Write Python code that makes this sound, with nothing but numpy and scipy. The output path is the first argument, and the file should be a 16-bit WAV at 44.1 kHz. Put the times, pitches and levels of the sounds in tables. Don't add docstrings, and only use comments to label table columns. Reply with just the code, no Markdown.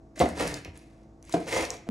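import sys
import numpy as np
from scipy import signal
from scipy.fft import rfft, irfft, next_fast_len
from scipy.io import wavfile
from scipy.ndimage import uniform_filter1d, map_coordinates

SR = 44100
rng = np.random.default_rng(int(sys.argv[2]) if len(sys.argv) > 2 else 0)


def voltage_ratio(level):
    return 10 ** (np.asarray(level, float) / 20)


def to_wav(s):
    ch = np.atleast_2d(s).T
    pcm = np.round(np.clip(ch, -1, 1) * 32767)
    wavfile.write(sys.argv[1], SR, pcm.astype(np.int16))


N = 83790
TOP_HZ = 15900

# f/Hz, level/dB, t60/s
BOARD_MODES = [
    [(179.7, -5.5, 0.088), (250, -4.5, 0.094), (296, -4, 0.12), (334, -3, 0.084), (420, -8.5, 0.058),
     (520.5, 1.5, 0.053), (696, 3.5, 0.039), (762, -7.5, 0.038), (885, -16.5, 0.054), (1008, -13.5, 0.041),
     (2050, -8, 0.027)],
    [(145, -33, 0.082), (169.3, -4.5, 0.097), (332, 4, 0.085), (468.5, -5.5, 0.17), (672, 6, 0.054),
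     (702.8, -9, 0.14), (895, -13, 0.047), (1575, -9, 0.033)],
    [(102, -17.5, 0.15), (330.4, -11.5, 0.1), (423.6, -8, 0.12), (506, 1, 0.05), (644, -5.5, 0.05),
     (698, -8, 0.18), (984, -6.5, 0.049), (1209, -14.5, 0.092)],
    [(165.8, -3, 0.087), (290, -3, 0.091), (480, 2, 0.036), (703, -2, 0.036), (960, -4.5, 0.041),
     (1157, -11.5, 0.055), (1413, -16, 0.067), (1635, -15, 0.034), (1840, -13, 0.072)],
]
# f/Hz, level/dB, t60/s
BLADE_MODES = [(1830, -3, .05), (2000, -3, .05), (2160, 0, .09), (2510, -5, .06), (2690, -6, .06),
               (3250, -10, .04)]


def unit(x):
    return x / np.sqrt(np.mean(x ** 2) + 1e-20)


def along(points, hz):
    f, v = np.transpose(points)
    return np.interp(np.log(hz + 1), np.log(f + 1), v)


def wobble(rate):
    knots = rng.standard_normal(int(N * rate / SR) + 4)
    return map_coordinates(knots, [np.arange(N) * rate / SR])


def filtered(x, response):
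    m = next_fast_len(N + SR // 2)
    return irfft(rfft(x, m) * response(np.fft.rfftfreq(m, 1 / SR)), m)[..., :N]


def modes(table, damped=1):
    def response(f):
        total = 0
        for k, (hz, db, t60) in enumerate(table):
            loss = 1j * f * np.log(1000) / np.pi / (t60 * damped)
            total = total + (-1) ** k * voltage_ratio(db) * hz * 100 / (hz * hz - f * f + loss)
        return total
    return response


def fridge():
    # f/Hz, level/dB rms
    hum_lines = [(53.8, -60), (113, -67), (150.7, -68), (217, -66), (274.5, -65), (327, -61), (355.3, -74),
                 (473.7, -77), (532.9, -76), (652, -68), (710.6, -74), (769.8, -78), (904, -84),
                 (1130, -85)]
    # f/Hz, level/dB per Hz
    air_spectrum = [(32, 1), (53, -5.5), (80, -2), (330, -8), (1100, -25), (3200, -44), (6500, -38),
                    (16000, -65)]
    t = np.arange(N) / SR
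    hum = 0
    for hz, db in hum_lines:
        level = voltage_ratio(db + 3 + 1.5 * wobble(6))
        hum = hum + level * np.sin(2 * np.pi * hz * t + .5 * wobble(4))
    air = filtered(rng.standard_normal((2, N)), lambda f: voltage_ratio(along(air_spectrum, f)))
    return hum + voltage_ratio(-56 + wobble(6.2)) * unit(air)


def cracks():
    cracks_per_s, life_s = 2800, .0008
    spread_db, biggest, clump_db = 3.5, 2.2, 2.1
    size_db = spread_db * np.minimum(rng.exponential(size=N), biggest)
    size = voltage_ratio(size_db + clump_db * wobble(70))
    starts = size * (rng.random(N) < cracks_per_s / SR)
    envelope = signal.lfilter([1], [1, -np.exp(-1 / (life_s * SR))], starts)
    return unit(envelope * rng.standard_normal(N))


def crushing():
    # t/s, crushing level/dB, board drumming above it/dB
    phases = [
        [(.153, -79, -11), (.159, -55, 3), (.18, -47, 3.5), (.2, -36.5, -40), (.215, -74, -1), (.26, -46, 8),
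         (.35, -59.5, 11)],
        [(.35, -56, -25), (.368, -44.5, 9), (.4, -37.5, -2.5), (.44, -37, -9), (.5, -40.5, -2), (.535, -54, 9),
         (.56, -42, -4.5), (.63, -72, 4), (.72, -70, -6)],
        [(.72, -87, 7), (.76, -56, 2), (.8, -63.5, -21), (.95, -75, -27), (1.05, -76.5, -7)],
        [(1.215, -104, -15), (1.232, -72, 2), (1.3, -54.5, -4), (1.335, -47.5, -15), (1.36, -56.5, 24),
         (1.445, -55, 6.5)],
        [(1.445, -57, 8), (1.49, -42, -0.5), (1.565, -33, 0.5), (1.625, -38, -6), (1.66, -47, -4),
         (1.69, -61, 20), (1.74, -47.5, 4.5), (1.86, -103, -27)],
    ]
    # f/Hz, level/dB
    crust = [(300, -8), (800, -11), (1400, -7), (2200, 1), (3300, -8), (6000, -7.5), (9000, -12),
             (16000, -20.5)]
    blade_db = -16.5
    damped = .45
    boards = (BOARD_MODES[0], BOARD_MODES[3], BOARD_MODES[3], BOARD_MODES[1], BOARD_MODES[2])
    t, out = np.arange(N) / SR, np.zeros(N)
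    for phase, board in zip(phases, boards):
        s, db, drum_db = np.transpose(phase)
        force = voltage_ratio(np.interp(t, s, db, -140, -140))
        grit = cracks()
        gain = np.sqrt(np.mean(force ** 2))
        drum = force * voltage_ratio(np.interp(t, s, drum_db))
        drum_gain = np.sqrt(np.mean(drum ** 2))
        out += force * unit(filtered(grit, lambda f: voltage_ratio(along(crust, f))))
        out += voltage_ratio(blade_db) * gain * unit(filtered(force * grit, modes(BLADE_MODES, damped)))
        out += drum_gain * unit(filtered(drum * grit, modes(board, damped)))
    return out


def snaps(table):
    splinter = .2
    tick = .25
    out, t = np.zeros(N + SR), np.arange(4096) / SR
    for s, db, hz, t60 in table:
        burst = splinter * voltage_ratio(-60 * t / t60) * np.sign(rng.standard_normal(len(t)))
        burst[0] = 1
        ring = signal.lfilter(*signal.butter(2, [hz * .8, hz * 1.25], "band", fs=SR), burst)
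        ring[:44] += tick * burst[:44]
        out[round(s * SR):][:len(t)] += voltage_ratio(db) * ring / np.abs(ring).max()
    return out[:N]


def knocks():
    # t/s, level/dB
    places = [
        [(.2023, -10.5), (.208, -7.5), (.2135, -12.5), (.2162, -13), (.2238, -13.5), (.2295, -24), (.2368, -17),
         (.241, -24), (.258, -21.5)],
        [(1.3392, -12.5), (1.3495, -20), (1.365, -26), (1.868, -40), (1.874, -41)],
        [(1.495, -36), (1.533, -19), (1.547, -30), (1.557, -31), (1.563, -17), (1.584, -17), (1.596, -19.5),
         (1.621, -18), (1.632, -23.5), (1.712, -47), (1.728, -46)],
        [(.3975, -21), (.4035, -15.5), (.418, -21.5), (.425, -23), (.4345, -23), (.4495, -20), (.4655, -24),
         (.52, -30), (.556, -35.5), (.654, -33), (.675, -38)],
    ]
    thud_levels = [-2.5, -7, -5, -3.5]
    thud_t60_s, rasp_db, rasp_t60_s = 0.095, -13, 0.047
    contact_s, blade_db = 0.0013, -26
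    rasp_band = signal.butter(1, (1030, 4000), "band", fs=SR)
    thud_band = signal.butter(2, (266, 695), "band", fs=SR)
    out, t = np.zeros(N + SR), np.arange(SR // 2) / SR
    blade = [(hz, db + blade_db, t60) for hz, db, t60 in BLADE_MODES]
    for blows, board, thud_db in zip(places, BOARD_MODES, thud_levels):
        for s, db in blows:
            ring = 0
            for hz, level, t60 in board + blade:
                decay = voltage_ratio(level + rng.normal(0, 1.2) - 60 * t / t60)
                ring = ring + decay * np.sin(2 * np.pi * hz * t + rng.normal(0, .25))
            rasp = unit(signal.lfilter(*rasp_band, rng.standard_normal(len(t))))
            rasp = voltage_ratio(rasp_db - 60 * t / rasp_t60_s) * rasp
            thud = unit(signal.lfilter(*thud_band, rng.standard_normal(len(t))))
            thud = voltage_ratio(thud_db - 60 * t / thud_t60_s) * thud
            onset = 1 - np.exp(-t / contact_s)
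            out[round(s * SR):][:len(t)] += voltage_ratio(db - 7.5) * (ring + thud + rasp) * onset
    return signal.lfilter(*signal.butter(2, 130, "high", fs=SR), out)[:N]


def counter_shoves():
    # t/s, level/dB, f/Hz, t60/s
    pushes = [(0.217, -23, 76, 0.15), (0.406, -30.5, 62.4, 0.157), (0.494, -34, 79, 0.16),
              (0.678, -31, 78, 0.087), (1.556, -26.5, 91.5, 0.11), (1.622, -28, 86, 0.076),
              (1.73, -64, 85, 0.16)]
    out, t = np.zeros(N + SR), np.arange(SR // 2) / SR
    onset = 1 - np.exp(-t / 0.0087)
    for s, db, hz, t60 in pushes:
        out[round(s * SR):][:len(t)] += voltage_ratio(db - 60 * t / t60) * np.sin(2 * np.pi * hz * t) * onset
    return out[:N]


def last_knock():
    # t/s, level/dB, f/Hz, t60/s
    event = (1.8895, -23.5, 220, 0.3)
    s, db, hz, t60 = event
    out, t = np.zeros(N + SR), np.arange(SR // 2) / SR
    tone = np.cos(2 * np.pi * hz * t + 0.14) + 0.14 * np.cos(4 * np.pi * hz * t)
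    out[round(s * SR):][:len(t)] = voltage_ratio(db - 60 * t / t60) * tone
    return out[:N]


def kitchen(x):
    # f/Hz, t60/s
    reverberation = [(100, 0.46), (600, 0.21), (2200, 0.33), (5000, 0.23), (12000, 0.16)]
    late_db, late_stretch = -12.5, 2.4
    step = round(.12 * SR)
    delay = 130
    out = np.zeros((2, N + 2 * SR))
    fade, x = np.sqrt(np.bartlett(2 * step)), np.pad(x, (step, 2 * step))
    for start in range(0, N + step, step):
        hz, t, z = signal.stft(rng.standard_normal((2, SR)), SR, nperseg=256)
        fall_db = -60 * t / along(reverberation, hz)[:, None]
        decay = voltage_ratio(fall_db) + voltage_ratio(late_db + fall_db / late_stretch)
        tail = signal.istft(z * decay, SR, nperseg=256)[1]
        tail = tail / np.linalg.norm(tail[0])
        piece = x[start:start + 2 * step] * fade
        answer = signal.fftconvolve(piece[None], tail, axes=1)
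        out[:, start:start + answer.shape[1]] += answer
    return out[:, step - delay:][:, :N]


def scene():
    # t/s, peak level/dB, centre f/Hz, t60/s
    crumb_snaps = [(.159, -41, 5800, 0.008), (0.279, -40, 9100, 0.011), (0.285, -43, 6700, 0.0044),
                   (0.29, -27, 9400, 0.0063), (0.3634, -41, 5500, 0.0076), (0.3707, -35, 3260, .008),
                   (0.3935, -43.5, 2800, 0.0034), (.5422, -22, 5900, 0.0071), (0.5468, -34, 5000, 0.0068),
                   (0.6485, -32, 2300, 0.17), (0.7654, -50, 4960, 0.006), (0.7753, -40, 7750, 0.013),
                   (.7755, -37.5, 9400, 0.011), (.792, -42, 4950, 0.01), (1.0331, -58, 5900, 0.0069),
                   (1.227, -37.5, 5930, 0.008), (1.227, -45.5, 8900, .006), (1.251, -42, 7800, 0.014),
                   (1.262, -46, 5500, 0.008), (1.295, -30, 1110, 0.024), (1.3257, -26, 4300, 0.011),
                   (1.325, -27, 8560, 0.021), (1.33, -30.5, 6800, 0.017), (1.3393, -26, 5150, 0.0066),
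                   (1.363, -59, 8000, 0.0042), (1.371, -51, 5500, .005), (1.39, -42, 3800, .006),
                   (1.404, -38.5, 8900, 0.0063), (1.4604, -38, 5500, .008), (1.4953, -35, 4000, 0.014),
                   (1.5476, -20.5, 5500, 0.009), (1.652, -19.5, 5150, 0.0061), (1.7691, -34, 6250, 0.0064)]
    # t/s, peak level/dB, centre f/Hz, t60/s
    sharp_snaps = [(.1935, -19, 6640, 0.0063), (.2014, -14, 3500, 0.015), (.4735, -33, 12500, .003),
                   (.4772, -17, 5100, 0.004), (.4776, -23, 8000, 0.0046), (.5412, -20, 4100, 0.013),
                   (.5435, -27, 8100, 0.0066), (0.6482, -28.5, 4800, 0.0095), (1.2955, -31, 6500, 0.0069),
                   (1.7045, -14, 5860, 0.0049), (1.7047, -37, 11400, 0.0036)]
    # start t/s, end
    # t/s
    open_spans = [(.18, .225), (.478, .506), (1.47, 1.525)]
    open_db = -5
    dry_gain, wet_gain = voltage_ratio([[0], [-2.5]]), voltage_ratio([[-4], [-5]])
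    t = np.arange(N) / SR
    blows = knocks() + counter_shoves()
    crunch, crumbs, sharp = crushing(), snaps(crumb_snaps), snaps(sharp_snaps)
    room = kitchen(crunch + voltage_ratio(-4) * blows + voltage_ratio(-4) * (crumbs + sharp))
    steady = (crunch + blows + crumbs) * dry_gain + wet_gain * room + fridge()
    top = filtered(steady[0], lambda f: (f >= 11900) & (f < TOP_HZ))
    gap = filtered(steady[1], lambda f: (f > 5300) & (f < 7800))
    opened = sum((t > a) & (t < b) for a, b in open_spans)
    shut = uniform_filter1d(1 - voltage_ratio(open_db) * opened, size=200)
    return steady - np.array([shut * top, shut * gap]) + (sharp + last_knock()) * dry_gain


def roll_off(x):
    return signal.sosfilt(signal.butter(12, 15900, fs=SR, output="sos"), x)


def record(dry):
    # f/Hz, level/dB
    front = [(24, -17), (40, 1.5), (10000, -0.5), (11500, -5.5), (13000, -14), (16000, -11)]
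    # f/Hz, level/dB
    sideways = [(60, -32.5), (300, -15), (1400, -1), (4900, -5), (5500, -12), (7700, -7.5), (8800, 1.5),
                (15500, 5)]

    def pickups(f):
        both = np.array([voltage_ratio(along(front, f)) + 0j, -1j * voltage_ratio(along(sideways, f))])
        return (f < TOP_HZ + 400) * both

    mid, side = filtered(dry, pickups)
    return roll_off(np.array([mid + side, mid - side]))


dry = scene()
out = record(dry)
to_wav(out)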